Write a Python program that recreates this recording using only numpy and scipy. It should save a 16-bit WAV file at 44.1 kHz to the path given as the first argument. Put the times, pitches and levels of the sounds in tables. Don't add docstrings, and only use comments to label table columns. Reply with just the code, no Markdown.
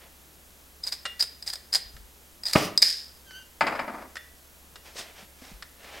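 import sys
import numpy as np
from scipy import signal
from scipy.fft import rfft, irfft, next_fast_len
from scipy.io import wavfile

SR = 44100
rng = np.random.default_rng(int(sys.argv[2]) if len(sys.argv) > 2 else 0)


def inscribe(sig):
    pcm = np.round(np.clip(np.atleast_2d(sig).T, -1, 1) * 32767)
    wavfile.write(sys.argv[1], SR, pcm.astype(np.int16))


N = 264600
T = np.arange(N) / SR

# pitch_hz, level_db, held_t60_s (pressed by the hand), free_t60_s (let go)
CUP_MODES = [(3740, -15, 0.0059, 0.062), (4730, -13, 0.04, 0.18), (4920, -2, 0.047, 0.074),
             (4878, -4.5, 0.011, 0.17), (5070, -27.5, 0.028, 0.6), (5110, -7.5, 0.026, .26),
             (5730, -36, 0.02, 0.279), (7990, -27, 0.045, 0.1194), (8420, -20, .015, 0.045)]
# pitch_hz, level_db
CRACK_SPECTRUM = [(200, -23.5), (700, -4), (1200, -7), (1900, 1.5), (3000, -8.5), (4300, 6.5), (5400, -1),
                  (6200, -2.5), (8300, -0.5), (9600, -5), (12500, -8), (16000, -14.5)]
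# pitch_hz, level_db
BUZZ_SPECTRUM = [(500, -37), (1250, -23), (1700, -2), (2200, -9), (3200, -6), (4400, 5.5), (5170, 16.5),
                 (5800, -3), (8300, -5.5), (12000, -11), (16000, -21)]
# start_s, length_s, relative rasp_db
STROKES = [(0.827, 0.031, -40.5), (0.863, 0.023, -30), (0.918, 0.013, -24.5), (1.192, 0.041, -25.5),
           (1.461, 0.044, -31.5), (1.526, 0.011, -31.5), (1.723, 0.043, -24.5), (2.449, 0.065, -32),
           (2.525, 0.063, -27)]
# peak_s, cup_ring_db, broad crack_db
SNAGS = [(0.8391, -19, -45), (0.8745, -16, -36), (.9247, -17.5, -43), (1.204, -16, -28),
         (1.2085, -9.5, -30), (1.2128, -17.5, -37), (1.2252, -11.5, -20.5), (1.426, -28.5, -39.5),
         (1.477, -15.5, -36), (1.5023, -23.5, -38), (1.5352, -30, -28), (1.557, -26.5, -35),
         (1.73, -16, -36), (1.7392, -11, -26), (1.7483, -10, -16.5), (1.755, -10, -20.5),
         (2.4364, -24.5, -37.5), (2.456, -20, -41), (2.465, -15.5, -33), (2.4685, -15, -38),
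         (2.484, -32, -32.5), (2.534, -11, -17), (2.7765, -3, -20.5), (2.8199, -17, -17),
         (2.8245, -1.5, -16.5), (2.828, -11.5, -13), (2.8412, -15, -36)]
# centre_s, peak level_db before the bass cut, half_width_s
POPS = [(2.5540, -13, .00018), (2.5587, -7.5, .0008)]
# pitch_hz, level_db
ROAR_SPECTRUM = [(40, -21), (100, -3.5), (200, -2), (260, -12), (340, -2.5), (460, -6), (620, 0.5),
                 (900, -8.5), (1190, -3), (1600, -13.5), (1900, -11), (3000, -15), (3600, -23), (6000, -48)]
# pitch_hz, level_db
HISS_SPECTRUM = [(1180, -27), (2000, -8.5), (3040, -1), (3310, -7.5), (4190, -7), (5030, -1), (7570, -12),
                 (15100, -16), (16000, -21)]
# start_s, relative board_db, clack_db
BOUNCES = [(3.6088, -15.5, -17.5), (3.6682, -29, -20), (3.7235, -30, -35), (3.753, -38, -33),
           (3.792, -26, -28), (3.879, -30.5, -42), (3.952, -38.5, -54), (4.02, -51, -47)]
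# pitch_hz, level_db, t60_s
BENCH_MODES = [(148, -28, 0.23), (267, -35, 0.43), (369, -47, 0.23), (586, -2.5, 0.049), (682, -3.5, 0.07),
               (753, -6.5, 0.064), (900, -3.5, 0.13), (1236, -4.5, 0.099), (1290, -2, 0.04),
               (1480, -11, 0.041), (1630, -19, .04), (1702, -6, 0.074), (2023, -6.5, 0.056),
               (2350, -11, 0.068)]
# pitch_hz, level_db
CLACK_SPECTRUM = [(120, -41), (200, -10.5), (353, -22), (1270, 0.5), (1910, -6.5), (2320, -5.5),
                  (3760, -23), (5080, -14), (5760, -35), (7380, -27), (14000, -51)]
# pitch_hz, level_db
ROCK_SPECTRUM = [(60, -16), (140, -12), (260, 1), (430, -6), (650, 1), (1250, -3.5), (2200, -13),
                 (3000, -25.5), (4200, -26), (5000, -27), (5800, -36), (10000, -40)]
# start_s, ring_db, tick_db, main_mode_extra_db
TAPS = [(1.0536, -32.5, -26, 2.5), (1.061, -55, -28, -6), (1.965, -68, -43, -1), (3.308, -67, -43, -5),
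        (4.156, -56, -35, -6), (4.168, -36.5, -32.5, -20), (4.7573, -53, -38, -2), (5.624, -62, -33, -8)]
# pitch_hz, level_db, t60_s
SHIELD_MODES = [(611, -23.5, 0.48), (1360, -17, 0.085), (1874, 1, 0.068), (1957, -8, 0.33),
                (2832, -1.5, 0.24), (3490, -13, 0.35), (5346, -21, 0.33), (7262, -30, .25),
                (9900, -21, 0.19)]
# pitch_hz, level_db
TICK_SPECTRUM = [(200, -26), (600, -5.5), (900, -9.5), (1300, 3), (1900, 2), (2500, -5.5), (5200, -2.5),
                 (6200, -12.5), (9000, -13.5), (12000, -35), (16000, -47)]
# time_s, pitch_hz, relative level_db
SQUEAK_PATH = [(3.24, 1660, -79), (3.27, 1595, -56), (3.305, 1524, -50), (3.345, 1500, -46),
               (3.385, 1573, -43), (3.405, 1530, -52.5), (3.43, 1515, -52)]
# multiple (of the pitch), level_db
SQUEAK_PARTIALS = [(1, -0.5), (2, -2), (3, -7.5), (4, -10.5)]
# peak_s, rise_s, relative scuff_db, relative swish_db
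RUSTLES = [(.03, .03, -50.5, -70), (4.878, 0.03, -46.5, -51), (4.989, .027, -38, -36),
           (5.07, 0.037, -47, -58), (5.192, 0.034, -45, -51.5), (5.459, 0.066, -48.5, -51),
           (5.88, 0.078, -44.5, -55), (5.966, 0.035, -43, -56)]
# pitch_hz, level_db
SCUFF_SPECTRUM = [(100, -7), (200, -6), (450, 3), (650, 6), (1000, 1), (1500, 1), (2200, 3), (3200, 0),
                  (5000, -9), (9000, -20)]
# pitch_hz, level_db
SWISH_SPECTRUM = [(1180, -27), (2000, -14), (3760, -3), (5270, 1.5), (7330, -6.5), (9590, -8), (10500, -16),
                  (15000, -22)]
# start_s, level_db, pitch_hz
BUMPS = [(1.859, -43, 56), (1.94, -42, 50.7), (1.95, -47.5, 120), (2.001, -45.5, 51.5), (4.957, -36, 520),
         (5.227, -45.5, 196), (5.42, -40.5, 261), (5.516, -41, 187), (5.534, -40.5, 49)]
# pitch_hz, echo level_db, t60_s
ROOM_BANDS = [(100, -15.5, 0.52), (400.4, -5, 0.45), (1020, -16.5, 0.49), (2550, -6.5, 0.49),
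              (5072, -17, 0.43), (9028, -10, 0.17), (16088, -13.5, 0.29)]
# pitch_hz, level_db
ECHO_WIDTH = [(125, -17), (250, -14), (500, -8), (1000, -3.5), (2500, -7.5), (5000, -18), (9000, -13.5)]
# pitch_hz, level_db
REFLECTION_WIDTH = [(60, 11.5), (300, -0.5), (1200, -6.5), (3200, 3.5), (4400, -11), (5500, -17.5),
                    (7000, 5), (10000, 10), (14000, 2)]
# pitch_hz, level_db
AIR_SPECTRUM = [(20, 13.5), (50, 16.5), (75, 8.5), (100, 4), (140, 10), (300, 8), (600, 5.5), (1200, 2),
                (2500, -1), (7000, 0), (13000, -1), (16000, -1.5)]
# pitch_hz, level_db
AIR_SIDE_SPECTRUM = [(20, 13), (60, 13), (100, 3), (3200, 2), (4500, -15), (16000, -24)]
# pitch_hz, rms level_db (both before a small waver)
HUM_TONES = [(70, -61.5), (11538, -69)]

STROKE_ATTACK_S, STROKE_RELEASE_S = 0.0075, 0.052
SHIVER_DB, SHIVER_T60_S = -25.5, 0.44
SWELL_S, SWELL_AT_DB, SWELL_SHORTENS = 0.0007, -29, 0.8
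RELEASE_AT_S = 2.823
BUZZ_DB, BUZZ_ATTACK_S, BUZZ_HOLD_S, BUZZ_T60_S = -25, 0.006, 0.067, 0.39
CATCH_S, FLAME_ATTACK_S = 2.554, 0.0058
BLAST_DB, BLAST_T60_S = -12.5, 0.047
ROAR_DB, ROAR_HOLD_S, ROAR_T60_S = -30, 0.07, 0.36
HISS_DB, HISS_HOLD_S, HISS_T60_S = -34.5, 0.096, 0.194
BOUNCE_CUP_DB = -19
ROCK_DB, ROCK_ATTACK_S, ROCK_LENGTH_S, ROCK_T60_S = -31, 0.013, 0.42, 0.33
ROCK_SAG_DB_PER_S = 30.5
SHIELD_MAIN_MODE = 4
RUSTLE_FALL = 1.51
BUMP_CYCLES = 15.5
AIR_DB, AIR_SIDE_DB = -54, -62.5
TONE_WAVER = 0.00088
CUTOFF_HZ = 15900
LEFT_RIGHT = np.array([[1], [-1]])


def from_db(db):
    return 10 ** (np.asarray(db) / 20)


def rms_one(x):
    return x / np.sqrt(np.mean(x ** 2) + 1e-20)


def gain_curve(rows, order=1):
    rows = np.array(rows)
    return from_db(np.interp(T, rows[:, 0], rows[:, order], left=-200, right=-200))


def envelope(start, attack, hold, t60):
    age = T - start
    fall = np.clip((age - hold) / t60, 0, 2)
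    return np.clip(age / attack, 0, 1) * np.exp(-np.log(1000) * fall)


def clicks(times, heights):
    return np.bincount(np.round(np.asarray(times) * SR).astype(int), heights, N)[:N]


def colour(x, spectrum):
    size = next_fast_len(N + SR // 2) // 2 * 2
    hz, db = np.transpose(spectrum)
    grid = np.maximum(np.arange(size // 2 + 1) * SR / size, 1)
    gain = rms_one(from_db(np.interp(np.log(grid), np.log(hz), db)))
    cepstrum = irfft(np.log(gain))
    cepstrum[1:size // 2] *= 2
    cepstrum[size // 2 + 1:] = 0
    return irfft(rfft(x, size) * np.exp(rfft(cepstrum)))[..., :N]


def noise(spectrum):
    return colour(rng.standard_normal(N), spectrum)


def drift(rate):
    knots = rng.standard_normal(N)
    return np.interp(T * rate, np.arange(N), knots)


def ring(x, hz, t60):
    r = from_db(-60 / (t60 * SR))
    w = 2 * np.pi * hz / SR
    return signal.lfilter([0, np.sin(w)], [1, -2 * r * np.cos(w), r * r], x + 1e-18)


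def bursts(hits, t60):
    power = signal.lfilter([1], [1, -from_db(-120 / (t60 * SR))], hits ** 2 + 1e-18)
    return np.sqrt(power) * rng.standard_normal(N)


def strike(times, levels_db, modes, spread_db):
    luck = rng.standard_normal((len(times), len(modes)))
    total = 0
    for k, (hz, db, t60) in enumerate(modes):
        blows = clicks(times, from_db(levels_db + db + spread_db * luck[:, k]))
        total = total + ring(blows, hz, t60)
    return total


def chatter(per_s, jitter, spread_db):
    rate = per_s * np.exp(jitter * drift(per_s))
    turns = np.floor(np.cumsum(rate) / SR)
    return np.diff(turns, prepend=0) * from_db(spread_db * rng.standard_normal(N))


def striker():
    held = [(hz, db, t60) for hz, db, t60, _ in CUP_MODES]
    free = [(hz, db, t60) for hz, db, _, t60 in CUP_MODES]
    snags = catches(held, crack_t60=0.02, spread_db=2.5)

    teeth = chatter(per_s=400, jitter=0.54, spread_db=0.5)
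    grit = rms_one(colour(bursts(teeth, t60=0.012), CRACK_SPECTRUM))
    rasp = from_db(-7.5) * cup(teeth, held) + from_db(-7.5) * grit

    beats = chatter(per_s=290, jitter=0.33, spread_db=2.0)
    rattle = rms_one(colour(bursts(beats, t60=0.018), BUZZ_SPECTRUM))
    buzz = from_db(-3) * cup(beats, free) + from_db(0.5) * rattle

    drag, shiver = 0, 0
    for s, length, db in STROKES:
        drag = drag + from_db(db) * envelope(s, STROKE_ATTACK_S, length, STROKE_RELEASE_S)
        shiver = shiver + from_db(db + SHIVER_DB) * envelope(s, length, length, SHIVER_T60_S)
    swing = from_db(BUZZ_DB) * envelope(RELEASE_AT_S, BUZZ_ATTACK_S, BUZZ_HOLD_S, BUZZ_T60_S)
    return snags + rasp * drag + buzz * (shiver + swing)


def cup(x, modes):
    return rms_one(sum(from_db(db) * ring(x, hz, t60) for hz, db, t60 in modes))


def catches(modes, crack_t60, spread_db):
    rings, grit_power = np.zeros(N), np.zeros(N)
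    t = np.arange(-SR // 50, SR // 10) / SR
    age = np.maximum(t, 0)
    hz, db, t60 = np.transpose(modes)[:, :, None]
    luck = rng.standard_normal((len(SNAGS), 2, len(modes), 1))
    for (peak, ring_db, crack_db), (strength, phase) in zip(SNAGS, luck):
        span = round(peak * SR) + np.round(t * SR).astype(int)
        rise = SWELL_S * from_db(SWELL_SHORTENS * (SWELL_AT_DB - crack_db))
        swell = np.exp(-(np.minimum(t, 0) / rise) ** 2)
        mode_gain = from_db(db + spread_db * strength) * np.exp(-np.log(1000) * age / t60)
        partials = mode_gain * np.sin(2 * np.pi * hz * t + phase)
        clink = swell * partials.sum(axis=0)
        rings[span] += from_db(ring_db) * clink / np.abs(clink).max()
        crack = from_db(crack_db) * swell * np.exp(-np.log(1000) * age / crack_t60)
        grit_power[span] += crack ** 2
    return rings + colour(np.sqrt(grit_power) * rng.standard_normal(N), CRACK_SPECTRUM)


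def ignition():
    pop = 0
    for centre, db, half_width in POPS:
        u = (T - centre) / half_width
        pop = pop - from_db(db) * u * np.exp((1 - u * u) / 2)
    pop = signal.sosfilt(signal.butter(1, 80, "high", fs=SR, output="sos"), pop)
    blast = from_db(BLAST_DB) * envelope(CATCH_S, FLAME_ATTACK_S, FLAME_ATTACK_S, BLAST_T60_S)
    burn = from_db(ROAR_DB) * envelope(CATCH_S, FLAME_ATTACK_S, ROAR_HOLD_S, ROAR_T60_S)
    roar = noise(ROAR_SPECTRUM) * (blast + burn)
    sputter = from_db(HISS_DB + 1.5 * drift(300))
    hiss = noise(HISS_SPECTRUM) * envelope(CATCH_S, FLAME_ATTACK_S, HISS_HOLD_S, HISS_T60_S) * sputter
    return pop + roar + hiss


def valve():
    s, hz, db = np.transpose(SQUEAK_PATH)
    pitch = np.interp(T, s, hz) * (1 + 0.0184 * drift(650))
    phase = 2 * np.pi * np.cumsum(pitch) / SR
    tone = sum(from_db(db) * np.sin(round(k) * phase) for k, db in SQUEAK_PARTIALS)
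    effort = gain_curve(SQUEAK_PATH, order=2) * from_db(2 * drift(110))
    friction = effort * rng.standard_normal(N)
    shield_hz, _, shield_t60 = SHIELD_MODES[SHIELD_MAIN_MODE]
    shield = ring(friction, shield_hz, shield_t60)
    return tone * effort + from_db(-14.0) * friction + from_db(-37) * shield


def bench():
    s, board_db, clack_db = np.transpose(BOUNCES)
    boards = strike(s, board_db, BENCH_MODES[::2], spread_db=2.0)
    boards = boards - strike(s, board_db, BENCH_MODES[1::2], spread_db=1.5)
    clack = colour(bursts(clicks(s, from_db(clack_db)), t60=0.11), CLACK_SPECTRUM)
    held = [mode[:3] for mode in CUP_MODES]
    clink = strike(s, clack_db + BOUNCE_CUP_DB, held, spread_db=7.5)
    contacts = chatter(per_s=140, jitter=0.3, spread_db=2.0)
    rocking = rms_one(colour(bursts(contacts, t60=0.054), ROCK_SPECTRUM))
    sway = envelope(s[0], ROCK_ATTACK_S, ROCK_LENGTH_S, ROCK_T60_S)
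    sway = sway * from_db(ROCK_DB - ROCK_SAG_DB_PER_S * (T - s[0]))
    return from_db(-1) * boards + clack + clink + rocking * sway


def torch():
    s, ring_db, tick_db, main_db = np.transpose(TAPS)
    rings = 0
    for k, (hz, db, t60) in enumerate(SHIELD_MODES):
        extra_db = main_db * (k == SHIELD_MAIN_MODE)
        rings = rings + ring(clicks(s, from_db(ring_db + db + extra_db)), hz, t60)
    ticks = colour(bursts(clicks(s, from_db(tick_db)), t60=0.044), TICK_SPECTRUM)
    return rings + ticks


def handling():
    scuffing, swishing = 0, 0
    for peak, rise, scuff_db, swish_db in RUSTLES:
        move = np.exp(-((T - peak) / np.where(T < peak, rise, RUSTLE_FALL * rise)) ** 2)
        scuffing = scuffing + from_db(scuff_db) * move
        swishing = swishing + from_db(swish_db) * move
    scuff = noise(SCUFF_SPECTRUM) * scuffing
    swish = noise(SWISH_SPECTRUM) * swishing
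    grain = from_db(1.7 * drift(150))
    bumps = sum(ring(clicks([s], [from_db(db)]), hz, BUMP_CYCLES / hz) for s, db, hz in BUMPS)
    return (from_db(-3.5) * scuff + from_db(-4.0) * swish) * grain + bumps


def workshop(x):
    t, echo = T[:SR], 0
    hz, level_db, t60 = np.transpose(ROOM_BANDS)
    width_hz, width_db = np.transpose(ECHO_WIDTH)
    edges = np.geomspace(60, 17000, 13)
    for low, high in zip(edges, edges[1:]):
        centre = np.log(low * high) / 2
        band_pass = signal.butter(2, [low, high], "band", fs=SR, output="sos")
        band = signal.sosfilt(band_pass, rng.standard_normal((2, SR)))
        band[1] *= from_db(np.interp(centre, np.log(width_hz), width_db))
        decay = from_db(-60 * t / np.interp(centre, np.log(hz), t60))
        decay = decay * (1 - np.exp(-(t / 0.0058) ** 2))
        level = from_db(np.interp(centre, np.log(hz), level_db))
        echo = echo + band * decay / np.linalg.norm(decay) * level
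    mid, side = signal.fftconvolve(x[None], echo, axes=1)[:, :N]
    return mid + side * LEFT_RIGHT


def background():
    air = from_db(AIR_DB) * noise(AIR_SPECTRUM)
    air = air + from_db(AIR_SIDE_DB) * noise(AIR_SIDE_SPECTRUM) * LEFT_RIGHT
    clock = np.cumsum(1 + TONE_WAVER * drift(40)) / SR
    tones = sum(np.sqrt(2) * from_db(db) * np.sin(2 * np.pi * hz * clock) for hz, db in HUM_TONES)
    return air + tones * from_db(0.7 * drift(8))


def scene():
    near = striker() + ignition() + torch() + valve() + handling()
    dropped = bench()
    both = near + dropped
    direct = near + dropped * from_db(0.99 * LEFT_RIGHT)
    delayed = np.interp(T - 0.0017, T, both)
    reflection = from_db(-18.5) * colour(delayed, REFLECTION_WIDTH)
    return direct + reflection * LEFT_RIGHT + workshop(both) + background()


def record(dry):
    return signal.sosfilt(signal.ellip(10, 0.1, 80, CUTOFF_HZ, fs=SR, output="sos"), dry)


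dry = scene()
out = record(dry)
inscribe(out)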